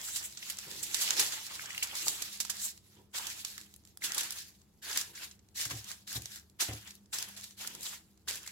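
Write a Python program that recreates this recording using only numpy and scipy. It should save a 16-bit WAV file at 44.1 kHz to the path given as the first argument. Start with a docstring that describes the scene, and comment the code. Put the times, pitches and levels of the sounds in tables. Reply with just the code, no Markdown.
"""A sheet of parchment is dragged over a baking pan, then patted flat by hand, close to a spaced mic pair.
The stiff paper crackles in swarms of tiny buckles, hisses under sliding fingertips and snaps at its
creases. Bulges flip with a hollow pop, air flutters underneath, and firm presses thud in the pan.
A small kitchen answers, and an appliance hums and rumbles behind."""
import sys
import numpy as np
from scipy import signal
from scipy.fft import rfft, irfft, next_fast_len
from scipy.io import wavfile
from scipy.ndimage import uniform_filter1d, map_coordinates

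SR = 44100
rng = np.random.default_rng(int(sys.argv[2]) if len(sys.argv) > 2 else 0)


def store_wav(level_fs):
    """Save 16-bit WAV to argv[1]."""
    pcm = np.round(np.clip(np.atleast_2d(level_fs), -1, 1) * 32767)
    wavfile.write(sys.argv[1], SR, pcm.T.astype(np.int16))


N = 375599

# the sheet dragged into place: (time [s], crackle level [dB], folds over crackle [dB])
DRAG_LEVELS = [(0, -47.5, -6.5), (.172, -45.5, -11.5), (.259, -52.5, -3), (.311, -56, -11.5),
               (.42, -54.5, -11), (.43, -45, -14), (.52, -43.5, -9.5), (.56, -52.5, -8.5),
               (.657, -49.5, -8.5), (.772, -44.5, -12.5), (.93, -46.5, -13.5), (.95, -37.5, -12),
               (1.153, -39, -7.5), (1.207, -29.5, -5), (1.27, -36, -11.5), (1.3, -46, -8.5),
               (1.335, -39.5, -7), (1.43, -46.5, -8.5), (1.774, -48, -4), (1.936, -50.5, -4),
               (1.966, -39.5, -10), (2.229, -45, -9.5), (2.385, -49, -16.5), (2.558, -51, -7.5),
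               (2.654, -42, -15), (2.796, -68.5, -19), (2.99, -69, -3.5), (3.1, -90, 2)]
# the palm lands, rolls and peels off: (peak time [s], crackle level [dB], rise [s], fall [s],
# folds over crackle [dB], hollow over folds [dB])
PAT_SWELLS = [(3.149, -39.5, 0.02, 0.3, -6, -11), (3.31, -40.5, 0.027, 0.054, -17, -7),
              (3.402, -46, 0.067, .045, -29, -9), (3.454, -46.5, 0.019, 0.23, -14, -8),
              (3.59, -53.5, 0.12, 0.092, -11, -3), (3.863, -67, 0.041, 0.19, -20, -5),
              (4.043, -35.5, 0.029, 0.12, -11, -2.5), (4.19, -38.5, 0.2, 0.19, -7, -7.5),
              (4.401, -45.5, 0.27, .11, -18, -0.5), (4.9, -43.5, 0.16, 0.14, -6, -3),
              (4.979, -36, .15, .1, -9.5, -8), (5.168, -52.5, 0.043, 0.13, 0.5, -6),
              (5.236, -44.5, 0.12, 0.055, -7.5, -9), (5.324, -61.5, 0.22, 0.06, -27, -11),
              (5.601, -33.5, 0.043, 0.093, -14, -2), (5.711, -37.5, 0.02, 0.037, -5.5, -19),
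              (5.76, -50.5, 0.088, 0.14, -8, -8), (5.911, -46, 0.17, 0.094, -11.5, -9),
              (6.078, -45.5, 0.013, 0.21, -13, -4), (6.168, -37.5, 0.085, 0.028, -10.5, -7),
              (6.369, -47.5, 0.17, 0.053, -10.5, -5.5), (6.605, -35.5, 0.016, 0.18, -6.5, -12.5),
              (6.878, -50.5, 0.093, 0.08, -5.5, -25), (7.13, -39, .008, 0.21, -6, -10),
              (7.339, -72, 0.55, 0.027, 1, -4), (7.367, -48, 0.011, 0.1, -9.5, -8),
              (7.435, -47.5, 0.079, 0.1, -26, -9), (7.609, -44.5, 0.053, 0.28, -9, -15),
              (7.861, -39, 0.072, 0.082, -12.5, -18), (7.936, -48.5, 0.15, 0.07, -8.5, -16),
              (8.286, -35.5, .012, 0.12, -9, -7), (8.473, -53, 0.17, .5, -8, -12)]
# the palm touches down: (time [s])
TOUCHDOWNS = [3.125, 3.8, 4.003, 4.816, 5.125, 5.541, 6.065, 6.586, 7.121, 7.357, 7.565, 8.269]
# fingertips sliding: (peak time [s], level [dB], rise [s], fall [s])
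SLIDE_SWELLS = [(.06, -43, 0.067, 0.18), (.172, -41.5, .15, 0.035), (.259, -41.5, 0.07, 0.037),
                (.832, -37, 0.011, 0.031), (1.0, -42, .15, 0.18), (2.085, -37, .12, 0.097),
                (2.654, -33, 0.073, 0.044), (3.16, -43, .02, 0.17), (7.14, -39.5, 0.014, 0.067),
                (7.86, -43.5, 0.046, 0.11)]
# creases snapping: (time [s], mid-band level [dB], top band over mid [dB], t60 [s])
CREASE_SNAPS = [(0.1578, -31.5, -4, 0.094), (0.225, -43.5, -5, 0.049), (0.324, -45, -6, 0.021),
                (0.3495, -46, -18, 0.015), (0.3722, -38, -21, 0.042), (.39, -48, -12.5, 0.027),
                (0.4985, -31.5, 0.5, 0.04), (0.5862, -32, -5.5, 0.023), (.7124, -37, -8, .02),
                (0.832, -35, 0.5, 0.065), (0.944, -21.5, -5.5, 0.03), (1.01, -31.5, 0, 0.15),
                (1.077, -41, -16, 0.022), (1.1062, -17, -11, 0.014), (1.167, -33, -5.5, .025),
                (1.194, -21, -2, 0.064), (1.321, -34, -10, .03), (1.6573, -37.5, -14, .031),
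                (1.6995, -43, -16, 0.11), (1.7475, -43, 1, .012), (1.7783, -35, -2, 0.019),
                (1.8272, -27.5, -3.5, .08), (1.871, -40, -6, .03), (1.9522, -31, -11.5, 0.028),
                (2.029, -41.5, -6, .025), (2.0818, -18.5, -5, 0.012), (2.22, -30.5, -4, 0.042),
                (2.401, -27.5, -3, .07), (2.4495, -35, -10, 0.027), (2.4964, -28, -5, 0.073),
                (2.616, -37.5, -3.5, 0.033), (2.7758, -46, -8, .015), (3.183, -31, -7, 0.017),
                (3.2677, -32.5, -3.5, 0.034), (3.3007, -33, -5, 0.013), (3.4481, -27.5, -6, 0.021),
                (3.579, -34, -7.5, 0.013), (3.613, -40.5, -7.5, .012), (3.7396, -45.5, 0, .012),
                (3.762, -52.5, 6, 0.013), (3.837, -59, -19.5, .012), (3.8509, -48, -3, .012),
                (3.8735, -50.5, -12, .012), (3.973, -42, 5, 0.009), (4.038, -34, -0.5, 0.13),
                (4.1196, -27, -11, 0.013), (4.145, -32.5, -0.5, 0.048), (4.179, -27, 0, 0.045),
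                (4.2084, -28, -1.5, 0.022), (4.23, -36.5, -0.5, 0.084), (4.3066, -32, 2, 0.013),
                (4.3215, -37, 1, 0.032), (4.3852, -39, -11, .047), (4.616, -57, -20.5, .02),
                (4.929, -33, -8, .025), (4.961, -30, -5, 0.014), (4.9737, -21, -2, 0.016),
                (5.012, -30, -5, 0.026), (5.1538, -43, -20, 0.038), (5.3116, -44, -19, .029),
                (5.3916, -56.5, -15, 0.027), (5.487, -57, -7, .015), (5.5578, -42.5, -30, .041),
                (5.6514, -32, -7, 0.061), (5.7003, -38.5, -2.5, 0.017), (5.752, -42.5, -13, 0.021),
                (5.7706, -43.5, -5.5, 0.048), (5.8428, -41.5, -5, .02), (5.9153, -34.5, -8, 0.016),
                (6.1281, -36.5, 0, .02), (6.1554, -43.5, 4, .06), (6.2204, -38, -2, 0.011),
                (6.2568, -31, -10.5, .014), (6.317, -43.5, -6, 0.027), (6.359, -42, -7, 0.016),
                (6.498, -58, -1.5, .015), (6.6024, -30, -3, 0.19), (6.7332, -41, -6, .023),
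                (6.875, -42.5, -18, 0.023), (6.9072, -40, -21, 0.017), (6.953, -48, 1, 0.0093),
                (7.058, -58, -14, .02), (7.1855, -30.5, -3, 0.023), (7.2257, -28.5, -0.5, .015),
                (7.2875, -46.5, 4, 0.017), (7.371, -45, -6, 0.08), (7.42, -49, -11, 0.018),
                (7.4405, -36.5, -4, 0.017), (7.5083, -46, -13, 0.016), (7.59, -47, -4.5, 0.025),
                (7.6734, -32, -0.5, 0.025), (7.75, -36.5, -3, 0.014), (7.829, -39.5, 0, 0.052),
                (8.175, -58, -10, .02), (8.281, -43.5, 3, 0.18), (8.329, -42, -6, .015),
                (8.355, -41, 0.5, 0.038), (8.462, -46, 0, 0.038), (8.475, -33.5, -9, 0.021)]
# bulges flipping: (time [s], relative level [dB], pitch [Hz])
BULGE_POPS = [(0.427, -27.5, 2460), (0.913, -29, 2480), (0.9986, -26, 2250), (1.077, -20.5, 2800),
              (1.5945, -26, 1860), (1.657, -30, 2070), (1.705, -27, 2300), (1.747, -25, 2540),
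              (1.7784, -21, 2620), (1.8258, -14, 2500), (1.9131, -32, 2750), (2.0682, -28.5, 1110),
              (2.451, -37, 1210), (2.4955, -32, 1440), (3.5798, -32, 1810), (4.0208, -31, 1800),
              (4.1062, -30, 1710), (4.9592, -27.5, 2050), (5.1771, -35, 1830), (5.5983, -42, 1730),
              (5.6562, -31.5, 1630), (6.118, -35, 1620), (7.371, -48, 1610), (7.648, -32.5, 1630),
              (8.2758, -37, 1620), (8.4632, -38.5, 1900)]
# puffs under the sheet: (peak time [s], level [dB], rise [s], fall [s])
AIR_PUFFS = [(.672, -55.5, .02, 0.35), (1.122, -66, .4, .2), (1.206, -52, .13, 0.062),
             (2.07, -50.5, 0.052, 0.072), (2.992, -60.5, 0.053, 0.066), (4.05, -63.5, .04, 0.39),
             (5.108, -61.5, 0.056, 0.078), (7.752, -57, 0.069, 0.15), (8.29, -59.5, 0.027, .2)]
# firm presses on the pan: (time [s], relative level [dB], upper-mode trim [dB])
PRESSES = [(5.659, -46, -14), (5.714, -41, -8.5), (6.156, -37, -15), (6.687, -36.5, -6.5)]
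# the pan's resonances, three low then five upper: (pitch [Hz], width [Hz], relative level [dB])
PAN_MODES = [(109.7, 12.3, -2), (75.7, 10, -4), (126, 13, -20), (196, 46, -13), (306, 47, -0.5),
             (463, 50, -6.5), (543, 49, -7), (745, 58, 0)]
# the hand's path across the stereo image: (time [s], left delay [ms], left over right [dB])
HAND_PATH = [(0, .14, -1.2), (2.5, .13, -1.5), (3.8, .17, -1.2), (4.6, .05, -.3), (5.2, -.06, -.3),
             (6.6, -.17, .6), (7.3, -.1, .2), (8.52, -.02, -.5)]
# the appliance's tones: (pitch [Hz], width [Hz], level [dB])
HUM_TONES = [(74.5, 7, -72), (100.4, 5, -73), (135, 12, -75.5), (200.7, 3, -73), (317, 21, -79.5)]

# EQ curves for the noise layers: (frequency [Hz], relative level [dB])
CRACKLE_EQ = [(1060, -36), (1800, -7), (3230, -4), (3810, 1), (6290, -0.5), (7430, -1), (8620, -6),
              (11200, -2), (15500, -8.5), (16000, -13), (16500, -45)]  # small buckles
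TICK_EQ = [(1500, -120), (3000, -11), (7000, 5.5), (12000, -11.5), (17000, -3)]  # the smallest creases
FOLD_EQ = [(150, -120), (250, -12.5), (500, -13.5), (900, -6.5), (1600, -3.5), (2300, -3.5), (3500, -1),
           (6000, -120)]  # broad folds
HOLLOW_EQ = [(1000, -120), (1300, -14), (1670, 0), (2100, -13), (2800, -120)]  # the sheet under the palm
RUB_EQ = [(4000, -120), (5500, -19), (6800, -9), (7600, -1), (8300, -12), (11000, -14.5), (15500, -16.5),
          (17000, -42)]  # skin on paper
KITCHEN_EQ = [(13, -50.5), (22, -24.5), (70, -4), (143, -13.5), (205, -2), (229, -13.5), (263, -15.5),
              (387, -15), (554, -25), (710, -23.5), (961, -27), (3320, -43), (6810, -48), (14300, -44),
              (16000, -53)]  # room hiss and rumble
PUFF_EQ = [(60, -120), (120, -0.5), (210, -9.5), (350, 1), (460, -1.5), (700, -16.5), (1000, -4),
           (1600, -120)]  # air under the sheet
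SNAP_MID_EQ = [(1500, -120), (2300, -8.5), (4000, 2.5), (7800, 6.5), (9500, -13.5), (14000, -120)]
SNAP_TOP_EQ = [(6000, -120), (8500, -8), (11000, -3.0), (15500, -13), (17000, -32.5)]

# stereo image of the sheet and of the room tone: (frequency [Hz], left-right correlation [1 = mono])
SHEET_IMAGE = [(60, 0.97), (290, 1), (640, 0.53), (1400, 0.28), (4000, 0.07), (15000, 0.11)]
KITCHEN_IMAGE = [(60, 0.39), (200, 0.91), (400, 0.72), (700, 0.15), (1300, 0.55), (15000, 0.55)]
# the kitchen's reverb time: (frequency [Hz], t60 [s])
KITCHEN_DECAY = [(200, 0.65), (2000, 0.23), (8000, 0.18), (16000, 0.057)]

SWELL_DB = 20  # a swell climbs this far in its rise time and sinks as far in its fall time
CONTROL_HOP = 32  # samples between envelope points
REST_DB, RUB_DB = -80.5, -13.5  # crackle floor at rest; skin hiss relative to the crackle
TREBLE_DB, TREBLE_PER_DB, PIVOT_DB = -2, -0.16, -50  # treble shelf: gain at the pivot level, slope, pivot
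SETTLE_DB, SETTLE_S = -32, 0.27  # after each pat the sheet creeps back, faintly and slowly
TOUCH_S = 0.012  # contact spreads over the palm
SNAP_RISE, SNAP_LOW_DB = 0.025, -12  # a snap's attack as a share of its t60; its low band over its mid
SNAP_RIGHT_DB, SNAP_SCATTER_DB = 1.5, 2.5  # snaps sit right of the crackle, scattered about


def amp(db):
    """Gain of a level in dB."""
    return 10 ** (np.asarray(db) / 20)


def unit(x):
    """Normalise so that the average of the two channels has rms 1."""
    return x / np.sqrt(np.mean(np.mean(x, axis=0) ** 2) + 1e-20)


def along(points, hz):
    """Read a curve of (frequency, value) points on a log frequency axis."""
    freqs, values = np.transpose(points)
    return np.interp(np.log(hz + 1), np.log(freqs + 1), values)


def automation(rows):
    """One lane, sample by sample, for each column after the time."""
    times, *columns = np.transpose(rows)
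    return [np.interp(np.arange(N) / SR, times, column) for column in columns]


def wobble(rate):
    """Random modulation with `rate` breakpoints a second."""
    points = rng.standard_normal(int(N * rate / SR) + 4)
    return map_coordinates(points, [np.arange(N) * rate / SR], order=1)


def filtered(x, response):
    """Apply a frequency response."""
    size = next_fast_len(N + 8192)
    return irfft(rfft(x, size) * response(np.fft.rfftfreq(size, 1 / SR)), size)[..., :N]


def stereo(noises, eq, image):
    """Turn two unrelated noises into a left and right with the given EQ and width."""
    def mid_side_gains(hz):
        angle = np.arccos(np.clip(along(image, hz), -1, 1)) / 2
        return amp(along(eq, hz)) * [np.cos(angle), np.sin(angle)]
    mid, side = filtered(noises, mid_side_gains)
    return unit(np.array([mid + side, mid - side]))


def balance(left_db):
    """Channel gains that put left this far over right."""
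    return amp(np.array([left_db / 2, -left_db / 2]))


def swells(rows):
    """One envelope a row: a steady climb in dB to the peak, then a steady fall."""
    peak_s, db, rise, fall = np.transpose(rows)[:4, :, None]
    late = np.arange(0, N + CONTROL_HOP, CONTROL_HOP) / SR - peak_s
    return amp(db - SWELL_DB * np.maximum(-late / rise, late / fall))


def mixed(envelopes, trim_db=0):
    """The power sum of trimmed envelopes, at every sample."""
    total = np.sqrt(np.sum((amp(trim_db)[..., None] * envelopes) ** 2, axis=0))
    return np.interp(np.arange(N) / CONTROL_HOP, np.arange(len(total)), total)


def buckles(eq, spread_db, clump_db, grain_rate=900):
    """Swarms of tiny buckles: noise whose level jumps from grain to grain and clump to clump."""
    size = amp(spread_db * np.abs(wobble(grain_rate)) + clump_db * wobble(45))
    return stereo(size * rng.standard_normal((2, N)), eq, SHEET_IMAGE)


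def patchy(x, depth_db):
    """Each patch of the sheet favours other pitches: a random, shifting EQ."""
    spectra = signal.stft(x, nperseg=256)[2]
    field = rng.standard_normal(spectra.shape[1:])
    field = uniform_filter1d(uniform_filter1d(field, 5, axis=0), 9, axis=1)
    coloured = spectra * amp(depth_db * field / field.std())
    return unit(signal.istft(coloured, nperseg=256)[1][:, :N])


def ticks(per_second, spread_db, t60=0.0064):
    """The smallest creases give lone bright ticks, a few much louder than the rest."""
    onsets = rng.random(N) < per_second / SR
    sizes = amp(spread_db * rng.exponential(size=N).clip(0, 3))
    envelope = signal.lfilter([1], [1, -amp(-60 / (t60 * SR))], onsets * sizes)
    return unit(envelope * stereo(rng.standard_normal((2, N)), TICK_EQ, SHEET_IMAGE))


def rustle():
    """The sheet crackles finely, booms in its folds and under the palm, and hisses under the skin."""
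    drag_db, drag_fold_db = automation(DRAG_LEVELS)
    fold_db, hollow_db = np.transpose(PAT_SWELLS)[4:]
    pats = palm_gate() * swells(PAT_SWELLS)
    creep = palm_gate() * swells([(s, db, rise, SETTLE_S) for s, db, rise, *_ in PAT_SWELLS])
    crackle_gain = np.sqrt(amp(drag_db) ** 2 + mixed(pats) ** 2
                           + mixed(creep, SETTLE_DB) ** 2 + amp(REST_DB) ** 2)
    fold_gain = np.hypot(amp(drag_db + drag_fold_db), mixed(pats, fold_db))
    hollow_gain = mixed(pats, fold_db + hollow_db)
    rub_gain = np.hypot(amp(RUB_DB) * crackle_gain, mixed(swells(SLIDE_SWELLS)))

    crackle = patchy(buckles(CRACKLE_EQ, spread_db=2.5, clump_db=2.5), depth_db=2)
    crackle += amp(-12) * ticks(per_second=35, spread_db=5)
    treble = filtered(crackle, lambda hz: 1 / (1 + (8500 / (hz + 1)) ** 6))
    shelf_db = TREBLE_DB + TREBLE_PER_DB * (20 * np.log10(crackle_gain) - PIVOT_DB)
    crackle += (amp(shelf_db) - 1) * treble  # fainter crackle is finer and brighter
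    folds = patchy(buckles(FOLD_EQ, spread_db=-0.5, clump_db=2.5, grain_rate=250), depth_db=3)
    hollow = buckles(HOLLOW_EQ, spread_db=1.5, clump_db=1.5, grain_rate=300)
    rub = buckles(RUB_EQ, spread_db=3.5, clump_db=1.6)
    return crackle_gain * crackle + fold_gain * folds + hollow_gain * hollow + rub_gain * rub


def room_tone():
    """A bed of hiss and rumble under the wavering hum of an appliance."""
    bed = amp(-68) * stereo(rng.standard_normal((2, N)), KITCHEN_EQ, KITCHEN_IMAGE)
    t = np.arange(N) / SR
    for hz, width_hz, db in HUM_TONES:
        waver = wobble(width_hz) + 1j * wobble(width_hz)  # smears the tone into narrow noise
        bed += amp(db) * np.real(waver * np.exp(2j * np.pi * hz * t))
    return bed


def snap_noise(eq):
    """The body of a snap: noise compressed toward an even level over every 3 ms."""
    noise = stereo(rng.standard_normal((2, N)), eq, SHEET_IMAGE)
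    power = np.abs(uniform_filter1d(np.mean(noise, axis=0) ** 2, size=130))
    return noise / np.sqrt(power + 0.18)


def snaps():
    """A crease gives way in a sudden avalanche of buckles that dies out."""
    t = np.arange(SR // 6) / SR
    envelopes = np.zeros((3, 2, N + SR))  # band, channel, sample
    for s, db, top_db, t60 in CREASE_SNAPS:
        attack = 1 - np.exp(-t / (SNAP_RISE * t60))
        burst = attack * amp(db - 60 * t / t60)
        position = balance(SNAP_SCATTER_DB * rng.standard_normal() - SNAP_RIGHT_DB)
        gains = amp([[SNAP_LOW_DB], [0], [top_db]]) * position
        envelopes[..., round(s * SR):][..., :len(t)] += gains[..., None] * burst
    bands = [snap_noise(eq) for eq in (FOLD_EQ, SNAP_MID_EQ, SNAP_TOP_EQ)]
    return np.sum(envelopes[..., :N] * bands, axis=0)


def pops(attack_s=0.00086, t60=0.014):
    """A bulge flips over and rings briefly, a cluster of near pitches set by its size."""
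    out, t = np.zeros(N + SR), np.arange(SR // 20) / SR
    envelope = (1 - np.exp(-t / attack_s)) * amp(-60 * t / t60)
    for s, db, hz in BULGE_POPS:
        pitches = hz * (1 + rng.normal(0, 0.13, (4, 1)))
        ring = np.sin(2 * np.pi * pitches * t).sum(axis=0)
        out[round(s * SR):][:len(t)] += amp(db - 6) * envelope * ring
    return out[:N]


def flutter():
    """The lifting or settling sheet pumps low puffs of air."""
    return mixed(swells(AIR_PUFFS)) * buckles(PUFF_EQ, spread_db=-4, clump_db=0.5, grain_rate=110)


def palm_gate():
    """For each pat, a gate that opens at the last touchdown before its peak."""
    peak_s = np.transpose(PAT_SWELLS)[0]
    down_s = np.take(TOUCHDOWNS, np.searchsorted(TOUCHDOWNS, peak_s) - 1)
    t = np.arange(0, N + CONTROL_HOP, CONTROL_HOP) / SR
    return np.clip((t - down_s[:, None]) / TOUCH_S, 0, 1)


def pan_response(hz, modes, low_hz, high_hz, polarity=1):
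    """Damped modes, band-passed: a small pan radiates no deep bass. Polarity -1 alternates their signs."""
    ring = sum(polarity ** k * amp(db) * 1j * hz * width / (pitch ** 2 - hz ** 2 + 1j * hz * width)
               for k, (pitch, width, db) in enumerate(modes))
    return ring * (1j * hz / (low_hz + 1j * hz) / (1 + 1j * hz / high_hz)) ** 2


def pan_thuds():
    """The palm pushes, then scuffs while it holds, exciting the pan's modes."""
    force, t = np.zeros((2, N + SR)), np.arange(SR // 8) / SR
    for s, db, upper_db in PRESSES:
        press = 0.042 * np.exp(-(t / 0.066) ** 2) * rng.standard_normal(len(t))  # the scuff
        press[0] += 1.3  # the push
        drive = amp([[db + 56], [db + upper_db + 50]])  # low modes, upper modes
        force[:, round(s * SR):][:, :len(t)] += drive * press
    low = filtered(force[0, :N], lambda hz: pan_response(hz, PAN_MODES[:3], 60, 170))
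    upper = filtered(force[1, :N], lambda hz: pan_response(hz, PAN_MODES[3:], 80, 520, polarity=-1))
    return low + upper * balance(left_db=3)[:, None]


def follow_hand(x):
    """As the hand moves across, the balance shifts and the left mic hears the sheet earlier or later."""
    delay_ms, left_db = automation(HAND_PATH)
    left = map_coordinates(x[0], [np.arange(N) - delay_ms * SR / 1000], order=3)
    return balance(left_db) * np.array([left, x[1]])


def kitchen_reverb(x):
    """The small kitchen answers with a short tail whose highs die first."""
    hz, t, spectra = signal.stft(rng.standard_normal((2, SR // 2)), SR, nperseg=256)
    decay = amp(-60 * t / along(KITCHEN_DECAY, hz)[:, None])
    tail = signal.istft(spectra * decay, SR, nperseg=256)[1]
    predelayed = np.pad(x, ((0, 0), (250, 0)))
    return signal.fftconvolve(predelayed, tail / np.linalg.norm(tail[0]), axes=1)[:, :N]


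def scene():
    """Paper and pan up front, a touch of reverb on the paper, room tone behind."""
    paper = follow_hand(rustle() + snaps() + pops() + flutter())
    return paper + pan_thuds() + amp(-14) * kitchen_reverb(paper) + room_tone()


def record(dry):
    """A brick-wall high cut at 16 kHz."""
    return filtered(dry, lambda hz: hz < 16000)


dry = scene()
out = record(dry)
store_wav(out)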